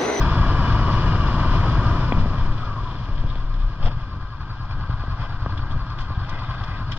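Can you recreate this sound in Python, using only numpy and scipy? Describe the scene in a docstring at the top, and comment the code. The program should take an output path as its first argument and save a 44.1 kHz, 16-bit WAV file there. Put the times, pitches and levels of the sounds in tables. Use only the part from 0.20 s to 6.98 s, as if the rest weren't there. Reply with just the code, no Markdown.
"""An asphalt road: a two-cylinder motorcycle rolls to a stop, idling, heard by a small cased camera on the
rider. Paired firings ring three silencer resonances; block and valve noise, valve puffs and gear whines follow
the crank. Rumble, tyre roar and hiss are shaped noise that sinks with speed; the brake shudders and the frame
rebounds. The rider's gear knocks on the ringing case, and ticks, jiggles and rustles as bursts of noise."""
import sys
import numpy as np
from scipy import signal
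from scipy.fft import rfft, irfft
from scipy.io import wavfile

SR = 44100
rng = np.random.default_rng(int(sys.argv[2]) if len(sys.argv) > 2 else 0)


def wrap_up_sound(samples):
    """Save the sound to the file named by the first command line argument, as 16-bit audio."""
    columns = np.atleast_2d(samples).T
    # keep every value between -1 and 1, then stretch to whole-number steps
    tamed = np.clip(columns, -1, 1)
    steps = np.round(tamed * 32767).astype(np.int16)
    wavfile.write(sys.argv[1], SR, steps)


N = 298998
TIME_S = np.arange(N) / SR
BIN_HZ = np.arange(N // 2 + 1) * SR / N + 1e-3

# Four-stroke rate coasting, braking, standing: (start [s], rate [cycles/s])
CYCLE_RATE = [(0, 10.194), (1.6, 9.74), (3.6, 10.068)]
FIRST_CYCLE = .13   # share of a cycle done at the start


def crank():
    """Crank position: cycles done at every sample."""
    start_s, rate = np.transpose(CYCLE_RATE)
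    rate_now = rate[np.searchsorted(start_s, TIME_S, "right") - 1]
    return FIRST_CYCLE + np.cumsum(rate_now) / SR


# Cylinder firings: (place in cycle [share], level [dB])
FIRINGS = [(-.049, -3), (.195, 0)]


def firings(places, spread_db):
    """One click for each place in each cycle, of uneven strength."""
    cycles = crank()
    clicks = np.zeros(N)
    for place, db in places:
        at = np.flatnonzero(np.diff(np.floor(cycles - place)))
        clicks[at] = amp(db + spread_db * rng.standard_normal(len(at)))
    return clicks


# Engine effort: (time [s], level [dB])
EFFORT = [(0, -1.5), (1, -7), (2, -6), (3, -8.5), (4.2, -5), (4.7, -1), (5.2, -1.5), (5.8, -1), (6.3, 1),
          (6.78, -2.5)]
# Exhaust resonances: (frequency [Hz], width [Hz], level [dB], sign)
CHAMBERS = [(48.7, 31, 0, 1), (104, 34.5, .3, -1), (119, 15, -4, -1)]
PIPE_ECHO_S, PIPE_ECHO_DB = .0154, -5
EXHAUST_DB = -28.5   # at effort 0 dB


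def exhaust(fired):
    """Each firing swells through three silencer resonances; the open pipe end sends an inverted echo."""
    echo = amp(PIPE_ECHO_DB) * np.roll(fired, round(PIPE_ECHO_S * SR))
    pipe = echo - fired
    chambers = 0
    for hz, width_hz, db, sign in CHAMBERS:
        chambers = chambers + sign * amp(db) * resonate(resonate(pipe, hz, width_hz), hz, width_hz)
    return amp(EXHAUST_DB + curve(EFFORT)) * rms_one(chambers)


# Block and valve noise spectrum: (frequency [Hz], density [dB per Hz])
CLATTER_COLOUR = [(210, -63.5), (350, -36.5), (457, -31.5), (657, -10), (944, -4.5), (1050, -6), (1390, -5),
                  (1590, -5.5), (1810, -18), (1970, -15), (2280, -26.5), (2400, -25), (3240, -21),
                  (4840, -25), (6310, -50), (8200, -57.5), (13900, -120)]
CLATTER_DB, CLATTER_FOLLOWS = -40, 1.26   # at effort 0 dB; dB per dB of effort


def clatter(fired, rise_s, steady):
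    """Block and valve noise swells after each firing and ebbs in the long gap."""
    r = np.exp(-1 / (rise_s * SR))
    surge = rms_one(signal.lfilter([1], [1, -2 * r, r * r], fired))
    rough = (steady + surge) * noise(CLATTER_COLOUR, flicker_db=2.5, rate_hz=180)
    return amp(CLATTER_DB + CLATTER_FOLLOWS * curve(EFFORT)) * rms_one(rough)


# Valves seating: (place in cycle [share], level [dB])
VALVES = [(-.1, -7), (.05, 3), (.24, -1), (.47, -2.5)]
# Cylinder head rings: (frequency [Hz], width [Hz], level [dB])
HEAD = [(2480, 79, 6), (3260, 100, 1), (4130, 320, -4), (4800, 180, -7.5), (5360, 200, -10)]
VALVE_DB, VALVE_RISE_S = -60, .004   # at effort 0 dB


def valves():
    """Each seating valve sends a short puff of noise into the head's resonances."""
    r = np.exp(-1 / (VALVE_RISE_S * SR))
    shape = signal.lfilter([1], [1, -2 * r, r * r], firings(VALVES, spread_db=5.0))
    puffs = low_pass(8, 5600, shape * rng.standard_normal(N))
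    head = sum(amp(db) * resonate(puffs, hz, width_hz) for hz, width_hz, db in HEAD)
    return amp(VALVE_DB + curve(EFFORT)) * rms_one(head)


# Gear meshes: (mean frequency [Hz], width [Hz], level [dB], swing in a cycle [dB], loudest place [share])
MESHES = [(1042, 36, -3.5, 6, 0.24), (1167, 47, -4.5, 5, 0.3), (1261, 55, -7, 2, 0.69),
          (1614, 50, -6.5, -1, 0.26), (1970, 60, -23, 1.5, 0.22), (3010, 46, -34.5, 6.5, 0.14),
          (4390, 55, -16.5, 7, .12)]
GEARS_DB, GEARS_FOLLOW = -43, 0.73   # at effort 0 dB; dB per dB of effort
GEAR_SWING, GEAR_LOW_AT = .028, .58   # share the crank speed swings in a cycle, place of its lowest


def gears():
    """All mesh pitches follow the uneven crank speed; each pair of teeth is loudest when it is loaded."""
    cycles = crank()
    speed = 1 - GEAR_SWING * np.cos(2 * np.pi * (cycles - GEAR_LOW_AT))
    lines = 0
    for hz, width_hz, db, swing_db, loudest in MESHES:
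        loading = np.tanh(2 * np.cos(2 * np.pi * (cycles - loudest)))
        lines = lines + amp(db + swing_db * loading) * whistle(hz * speed, width_hz, steady=2.5)
    return amp(GEARS_DB + GEARS_FOLLOW * curve(EFFORT)) * lines


SHUDDER_FROM_S, SHUDDER_TO_S, SHUDDER_RISE_S, SHUDDER_FALL_S = 2.94, 3.48, 0.023, 0.013
SHUDDER_HZ, SHUDDER_LAST_HZ = 27.5, 31.5
GRAB_S, LAST_CREST_S = 3.2, 3.482   # harder grab and pitch climb begin; phase reference
SHUDDER_DB, SHUDDER_SAG_DB_PER_S, GRAB_DB_PER_S = -21.5, 12, 28.5


def shudder(second_db):
    """The brake grabs and lets go, shaking the whole frame: it eases, then bites harder until the wheel stops."""
    hz = np.interp(TIME_S, [GRAB_S, SHUDDER_TO_S], [SHUDDER_HZ, SHUDDER_LAST_HZ])
    db = SHUDDER_DB - SHUDDER_SAG_DB_PER_S * np.clip(TIME_S - SHUDDER_FROM_S, 0, GRAB_S - SHUDDER_FROM_S)
    db += GRAB_DB_PER_S * np.clip(TIME_S - GRAB_S, 0, SHUDDER_TO_S - GRAB_S)
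    phase = 2 * np.pi * np.cumsum(hz) / SR
    phase += np.pi / 2 - phase[round(LAST_CREST_S * SR)]
    shape = swell(SHUDDER_FROM_S, SHUDDER_TO_S - SHUDDER_FROM_S, SHUDDER_RISE_S, SHUDDER_FALL_S)
    shake = np.sin(phase) + amp(second_db) * np.sin(2 * phase)
    return np.sqrt(2) * amp(db) * shape * shake


REBOUND_S, REBOUND_HZ = 3.668, 20   # highest crest, pitch
REBOUND_DB, REBOUND_RISE_S, REBOUND_FALL_S = -15, .04, 0.058


def rebound():
    """The frame bounces a few times on its springs once the wheel has stopped."""
    shape = swell(REBOUND_S, 0, REBOUND_RISE_S, REBOUND_FALL_S)
    return amp(REBOUND_DB) * shape * np.cos(2 * np.pi * REBOUND_HZ * (TIME_S - REBOUND_S))


WHINE_S, WHINE_HZ, WHINE_SINK_HZ_PER_S = 2.52, 1150, 1400   # start of the hold, pitch there
WHINE_FLOOR_HZ = 985   # the pitch levels off here
WHINE_DB, WHINE_RISE_S, WHINE_HOLD_S, WHINE_FALL_S = -38, 0.12, 0.13, 0.1


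def whine():
    """A rough falling whine as the wheels slow, in three strands."""
    over_hz = WHINE_HZ - WHINE_FLOOR_HZ - WHINE_SINK_HZ_PER_S * (TIME_S - WHINE_S)
    hz = WHINE_FLOOR_HZ + 40 * np.logaddexp(0, over_hz / 40)   # rounded corner
    strands = whistle(hz, 90, steady=.8)
    strands = strands + amp(-6) * whistle(1.11 * hz, 80, steady=.5)
    strands = strands + amp(-14) * whistle(1.3 * hz, 70)
    return amp(WHINE_DB) * swell(WHINE_S, WHINE_HOLD_S, WHINE_RISE_S, WHINE_FALL_S) * strands


# Blows: (time [s], body [dB], rap [dB], thump [dB], crack [dB], signed strength: push in +, pull -)
KNOCKS = [(1.759, -17, -30.5, -15, -58, 1), (1.92, 0, -4, -11.5, -23, 0.85),
          (1.975, -16, -10, -28.5, -55, 0.29), (2.056, -9.5, -30, -27, -51, 0.98),
          (2.886, -25, -25, -21, -46, 1), (3.037, -15, -20.5, -18, -53, 0.89),
          (3.155, -17.5, -32, -29, -58, 0.95), (3.597, -27, -20.5, -29, -55, 0.97),
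          (3.643, -29, -36, -18, -62, -1.1), (3.7062, -22, -29, -27.5, -55, 0.54),
          (3.7635, -36, -36, -16, -59, 1), (3.941, -21, -25, -24, -60.5, 0.33),
          (4.691, -17, -35, -16.5, -61, -0.9), (4.733, -38, -49.5, -18.5, -52, -1.1),
          (4.835, -17.5, -30, -36, -58, 0.94), (4.875, -22.5, -26, -18, -58, -1.2),
          (5.2592, -9.5, -5, -13, -62, 0.83), (5.559, -24, -29, -15.5, -58, 0.83),
          (5.902, -19, -15, -15.5, -51, 0.91), (5.969, -39, -34, -13, -56, 1)]
# Case modes: (frequency [Hz], level [dB], t60 [s], delay [s], signed gain)
CASE_MODES = [(114, 11.5, 0.017, 0.0036, 1), (241, -1, 0.0086, 0.0024, 0.76),
              (610, -3, 0.0056, 0.0022, -0.87), (1190, -3, 0.014, 0.0022, 0.36),
              (1590, -8.5, 0.0048, 0.0022, 0.59), (1820, 6, 0.0045, 0.0018, -0.81),
              (2300, 10.5, 0.0072, 0.0022, 1), (3300, -4.5, 0.017, 0.0058, -1.3)]


def knocks():
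    """Blows on the case: the lowest mode is the thump, then come body and rap, the highest the crack."""
    s, body_db, rap_db, thump_db, crack_db, push = np.transpose(KNOCKS)
    out = np.zeros(N)
    for hz, mode_db, t60_s, delay_s, sign in CASE_MODES:
        level_db = thump_db if hz < 180 else body_db if hz < 800 else rap_db if hz < 1700 else crack_db
        clicks = np.zeros(N)
        clicks[((s + delay_s) * SR).astype(int)] = amp(mode_db + level_db) * sign * push
        contact = low_pass(4, 1.3 * hz, clicks + 1e-18)   # the contact takes time
        r, w = amp(-60 / (t60_s * SR)), 2 * np.pi * hz / SR
        out += signal.lfilter([0, np.sin(w)], [1, -2 * r * np.cos(w), r * r], contact)
    return low_pass(6, 4200, out)


# Loose gear jiggling: (start [s], end [s], level [dB])
JIGGLES = [(2.15, 3.488, -54), (5.95, 6.68, -52.5)]
JIGGLES_PER_S, JIGGLE_T60_S = 22, .14   # mean rate


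def jiggle():
    """Envelope of many small uneven rattles at random moments."""
    level = sum(amp(db) * swell(s, to_s - s, .05, .05) for s, to_s, db in JIGGLES)
    clicks = (rng.random(N) < JIGGLES_PER_S / SR) * amp(4 * rng.standard_normal(N))
    return level * signal.lfilter([1], [1, -amp(-60 / (JIGGLE_T60_S * SR))], clicks + 1e-18)


# Gear ticks: (time [s], rattle peak [dB], spray over rattle [dB], t60 [s])
TICKS = [(2.186, -41.5, -18, 0.1), (2.3201, -44.5, -22, 0.096), (2.382, -41, -21, 0.07),
         (2.6753, -54.5, -23, 0.091), (2.98, -45, -30, 0.17), (3.077, -49.5, -27, 0.1),
         (3.42, -52.5, -24, 0.14), (3.662, -44.5, -12, 0.11), (4.835, -51, -21, 0.11),
         (5.378, -37.5, -21, 0.058), (5.513, -44, -14, 0.087), (5.7882, -39.5, -13, 0.084),
         (5.8085, -44.5, -12, 0.18), (6.095, -40, -12, .08), (6.44, -39.5, -13, 0.066),
         (6.479, -45, -18, .08), (6.721, -31.5, -14, 0.083), (6.77, -41, -12, 0.16)]
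TICK_RISE_S = 0.008


def ticks():
    """Loose gear rattles near 3 kHz: decaying noise bursts with a bright spray, over the jiggling."""
    rattle, spray = jiggle(), np.zeros(N)
    for s, db, spray_db, t60_s in TICKS:
        near = slice(int((s - TICK_RISE_S) * SR), int((s + t60_s) * SR))
        after_s = TIME_S[near] - s
        shape = amp(db - 60 * np.abs(after_s) / t60_s) * np.clip(1 + after_s / TICK_RISE_S, 0, 1)
        rattle[near] += shape
        spray[near] += amp(spray_db) * shape
    ring = noise([(1500, -2.5), (2700, -10.0), (3300, 1.0), (3900, -6), (4500, -10.0), (5500, -20.0)],
                 flicker_db=2.0, rate_hz=200)
    bright = noise([(4500, -4.0), (5200, -2.5), (6500, -11.0), (8000, -22.0), (11000, -35.5), (15000, -32.5)],
                   flicker_db=4.5, rate_hz=150)
    return rattle * ring + spray * bright


# Rubs: (time [s], hold [s], cloth [dB], strap creak [dB])
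RUSTLES = [(3.656, 0.02, -35.5, -65), (3.72, 0.0074, -45, -59), (3.815, 0.018, -47, -60.5),
           (5.023, 0.041, -40.5, -50), (6.1, 0.25, -46, -51.5), (6.17, 0.011, -53, -51),
           (6.44, 0.16, -46, -54), (6.5, 0.055, -69, -51)]
# Cloth spectrum: (frequency [Hz], density [dB per Hz])
CLOTH_COLOUR = [(400, -1), (700, 8), (1200, 3.5), (2000, -5.5), (2700, -6), (3300, -1), (4000, -13.5),
                (5000, -9), (6300, -30.5), (8000, -38.5), (11000, -51), (15000, -61)]
RUSTLE_RISE_S, RUSTLE_FALL_S = 0.05, 0.011


def rustles():
    """Cloth and strap rub: longer grainy swells of two coloured noises."""
    cloth, creak = np.zeros((2, N))
    for s, hold_s, cloth_db, creak_db in RUSTLES:
        shape = swell(s, hold_s, RUSTLE_RISE_S, RUSTLE_FALL_S)
        cloth += amp(cloth_db) * shape
        creak += amp(creak_db) * shape
    strap = noise([(1700, -17.0), (2050, 0.5), (2300, -17.0), (2600, -4)], flicker_db=1.0, rate_hz=48)
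    return cloth * noise(CLOTH_COLOUR, flicker_db=2.0, rate_hz=44) + creak * strap


# Rolling noise: (time [s], level [dB])
ROLL = [(0, 1), (.8, 0.5), (1.4, 0.57), (1.8, -0.5), (2.0, -3.5), (2.3, -6.5), (2.6, -8.5), (3.3, -12.5),
        (4.1, -16), (4.9, -13.5), (5.8, -13), (6.2, -14), (6.78, -12)]
# The rider's body lurches: (time [s], rumble [dB], deep sway [dB])
JOLTS = [(1.985, -25.5, -21.5), (2.301, -38.5, -14.5), (3.036, -34, -18.5), (3.23, -55, -28.5),
         (3.678, -27.5, -24.5), (3.95, -37, -35), (4.572, -36.5, -36.5), (5.36, -34.5, -41),
         (5.55, -31, -32.5), (6.119, -36, -42), (6.628, -48.5, -53)]
# Rumble spectrum: (frequency [Hz], density [dB per Hz])
RUMBLE_COLOUR = [(12, -25), (20, 2), (38, 2.5), (70, -3), (112, 1), (203, -14), (307, -18), (381, -30),
                 (492, -29), (600, -25.5), (780, -57), (1320, -120)]
JOLT_RISE_S, JOLT_FALL_S = 0.072, 0.07
RUMBLE_DB, SWAY_DB = -18, -30.5   # at 0 dB of rolling noise
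RUMBLE_FOLLOWS, SWAY_FOLLOWS = 1.116, 0.24   # dB per dB of rolling noise


def buffeting():
    """Rumble and deep sway come through the rider's body, sinking with speed and swelling at each lurch."""
    roll_db = curve(ROLL)
    rumble = amp(RUMBLE_DB + RUMBLE_FOLLOWS * roll_db)
    sway = amp(SWAY_DB + SWAY_FOLLOWS * roll_db)
    for s, rumble_db, sway_db in JOLTS:
        shape = swell(s, 0, JOLT_RISE_S, JOLT_FALL_S)
        rumble += amp(rumble_db) * shape
        sway += amp(sway_db) * shape
    deep = noise([(7, -21.0), (12, -4.5), (24, -19.5)], flicker_db=1.5, rate_hz=2.6)
    return rumble * noise(RUMBLE_COLOUR, flicker_db=.4, rate_hz=26) + sway * deep


# Tyre roar spectrum: (frequency [Hz], density [dB per Hz])
ROAR_COLOUR = [(210, -7), (350, -1.5), (483, -9), (678, -2.5), (822, -7), (989, 3.5), (1200, 0), (1330, -4),
               (1620, -7.5), (1860, -13.5), (1960, -13), (2120, -23.5), (2200, -14), (2860, -40.5),
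               (4840, -120)]
# Wavering tones in the roar: (mean frequency [Hz], width [Hz], level over roar [dB])
STRANDS = [(973, 70, -17.5), (1187, 47, -9), (1586, 110, -16.5)]
ROAR_DB, ROAR_FOLLOWS = -29, 1.25   # at 0 dB of rolling noise; dB per dB of it
STRAND_WANDER, STRAND_FOLLOWS = .035, .8   # share of pitch; extra dB per dB of rolling noise


def tyre_roar():
    """Tyre noise on the asphalt, with wavering tones that fade faster than the roar."""
    roll_db = curve(ROLL)
    roar = noise(ROAR_COLOUR, flicker_db=1.0, rate_hz=24)
    for hz, width_hz, db in STRANDS:
        level = amp(db + STRAND_FOLLOWS * roll_db + 0.84 * drift(13.0))
        roar = roar + level * whistle(hz * (1 + STRAND_WANDER * drift(3)), width_hz)
    return amp(ROAR_DB + ROAR_FOLLOWS * roll_db) * roar


# Hiss spectrum: (frequency [Hz], density [dB per Hz])
HISS_COLOUR = [(1180, -22), (2000, -2), (2130, -4.5), (2380, 1.5), (2620, -3), (2900, 2), (3410, 1),
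               (3740, -4.5), (4170, 0.5), (4440, -11), (4730, 0), (5230, -7), (6310, -20), (8200, -50.5),
               (13900, -120)]
# Thin top of air: (frequency [Hz], density [dB per Hz])
AIR_COLOUR = [(5000, -16), (6500, -2.2), (7500, -4), (8500, -22), (10000, -15.5), (12000, -26.5),
              (13500, -26), (15500, -39)]
# Chain whines: (frequency at time 0 [Hz], width [Hz], level over hiss [dB], start [s], end [s])
CHAIN = [(3070, 70, -8, .3, 1.15), (3390, 110, -10, 0, .15), (4960, 45, -14, 0, 1.5),
         (3210, 40, -16, .85, 1.25)]
HISS_DB, HISS_FOLLOWS = -41, 1   # at 0 dB of rolling noise; dB per dB of it
CHAIN_SINK, CHAIN_FADE_S = .075, .15   # share of pitch lost a second; fade in and out


def hiss():
    """Hiss and air sink with speed, over faint chain whines that drop in pitch as the wheels slow."""
    out = noise(HISS_COLOUR, flicker_db=1.0, rate_hz=15)
    out += amp(-24) * noise(AIR_COLOUR, flicker_db=0.5, rate_hz=30)
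    sink = np.exp(-CHAIN_SINK * TIME_S)
    for hz, width_hz, db, s, to_s in CHAIN:
        shape = swell(s, to_s - s, CHAIN_FADE_S, CHAIN_FADE_S)
        out += amp(db) * shape * whistle(hz * sink, width_hz, steady=1.2)
    return amp(HISS_DB + HISS_FOLLOWS * curve(ROLL)) * out


def amp(db):
    """dB to gain."""
    return 10 ** (np.asarray(db) / 20)


def rms_one(x):
    """Scale to rms 1."""
    return x / np.sqrt(np.mean(x ** 2) + 1e-20)


def curve(rows):
    """A (time, level) table at every sample."""
    s, level = np.transpose(rows)
    return np.interp(TIME_S, s, level)


def at_hz(points):
    """A spectrum table at every FFT bin, on a log frequency axis."""
    hz, value = np.transpose(points)
    return np.interp(np.log(BIN_HZ), np.log(hz), value)


def low_pass(order, cutoff_hz, x):
    """Butterworth low-pass."""
    return signal.sosfilt(signal.butter(order, cutoff_hz, fs=SR, output="sos"), x)


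def drift(rate_hz):
    """Slow random wander of spread 1: low-passed noise made at SR / 40."""
    r = np.exp(-80 * np.pi * rate_hz / SR)
    raw = rng.standard_normal(N // 40 + 2002)
    slow = signal.lfilter([1], [1, -2 * r, r * r], raw)[2000:]   # past the start-up
    return np.interp(np.arange(N) / 40, np.arange(len(slow)), rms_one(slow))


def swell(s, hold_s, rise_s, fall_s):
    """Envelope of height 1: a rounded rise up to s, a hold, a rounded fall."""
    out = np.zeros(N)
    first = max(int((s - 4 * rise_s) * SR), 0)
    last = min(int((s + hold_s + 4 * fall_s) * SR), N)
    t = np.arange(first, last) / SR
    rise = np.minimum(t - s, 0) / rise_s
    fall = np.maximum(t - s - hold_s, 0) / fall_s
    out[first:last] = np.exp(-rise ** 2 - fall ** 2)
    return out


def resonate(x, hz, width_hz):
    """Two-pole resonance with gain 1 on top."""
    r = np.exp(-np.pi * width_hz / SR)
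    poles = [1, -2 * r * np.cos(2 * np.pi * hz / SR), r * r]
    return signal.lfilter([(1 - r * r) / 2, 0, (r * r - 1) / 2], poles, x + 1e-18)


def whistle(hz, width_hz, steady=0):
    """A blurred line: a narrow band of noise, with a steady part, carried along a pitch curve; rms 1."""
    band = signal.butter(4, width_hz / 2, fs=SR / 20, output="sos")
    slow = signal.sosfilt(band, rng.standard_normal((2, N // 20 + 2)))
    a, b = (np.interp(np.arange(N) / 20, np.arange(len(row)), row) for row in slow)
    phase = 2 * np.pi * np.cumsum(hz * np.ones(N)) / SR
    return rms_one((a + steady * a.std()) * np.sin(phase) + b * np.cos(phase))


# Left-right likeness: (frequency [Hz], correlation)
LIKENESS = [(20, 1), (250, 1), (600, 0.96), (1200, 0.98), (2200, 0.85), (4000, 0.5), (8000, 0.1)]


def noise(colour, flicker_db, rate_hz):
    """Coloured noise pair, alike in the bass and nearly unrelated in the top, with a flicker; rms 1."""
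    a, b = rfft(rng.standard_normal((2, N)) * amp(flicker_db * drift(rate_hz)))
    alike = np.clip(at_hz(LIKENESS), 0, 1)
    inside = (BIN_HZ > colour[0][0]) & (BIN_HZ < colour[-1][0])
    pair = np.array([alike * a + np.sqrt(1 - alike ** 2) * b, a])
    return rms_one(irfft(pair * amp(at_hz(colour)) * inside, N))


# Air spaces of the case: (frequency [Hz], width [Hz], lift [dB])
CAVITY = [(1208, 160, 1), (2050, 250, -0.5), (2390, 190, 5), (3300, 20, -2.5), (3900, 45, -6),
          (5100, 100, -0.5), (5200, 72, 5.5), (5230, 110, 0.5)]
# Port balance: (frequency [Hz], left over right [dB])
PORT_DB = [(20, 3.5), (100, 1.5), (300, 1.8), (700, 4.5), (1200, 3), (2000, 1), (2600, 4.5), (3400, 9),
           (4600, 0), (6000, -13), (8000, 10), (12000, 0)]
# Port phase: (frequency [Hz], left lead [rad])
PORT_LEAD = [(0, 0), (400, -.15), (1380, .1), (1890, -.6), (2240, -2.3), (2760, -1.6), (3620, -.5),
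             (4220, -4.6), (4480, -3.3), (4740, -3.5), (5250, -2.1), (6030, -2.9)]


def ports(pair):
    """The case's air spaces colour the sound; two ports split it by level and phase."""
    left, right = rfft(pair)
    cavity = amp(sum(db / (1 + (2 * (BIN_HZ - hz) / width_hz) ** 2) for hz, width_hz, db in CAVITY))
    lead_rad = np.interp(BIN_HZ, *np.transpose(PORT_LEAD))
    half = amp(at_hz(PORT_DB) / 2) * np.exp(.5j * lead_rad)   # half the difference on each side
    return irfft(cavity * np.array([left * half, right / half]), N)


EDGE_S = .004   # fade in and out


def scene():
    """Engine, brake, gear and road noise together, through the case to its two ports."""
    fired = firings(FIRINGS, spread_db=2.5)
    engine = exhaust(fired) + valves() + gears()
    central = engine + shudder(second_db=-17.5) + rebound() + whine() + knocks()
    wide = clatter(fired, rise_s=0.0072, steady=3.3) + ticks() + rustles()
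    road = buffeting() + tyre_roar() + hiss()
    edges = signal.windows.tukey(N, 2 * EDGE_S * SR / N)
    return ports(edges * (central + wide + road))


STOPBAND_HZ, STOPBAND_DB = 15000, 70


def record(dry):
    """Steep low-pass: the top is cut."""
    return signal.sosfilt(signal.cheby2(12, STOPBAND_DB, STOPBAND_HZ, fs=SR, output="sos"), dry)


dry = scene()
out = record(dry)
wrap_up_sound(out)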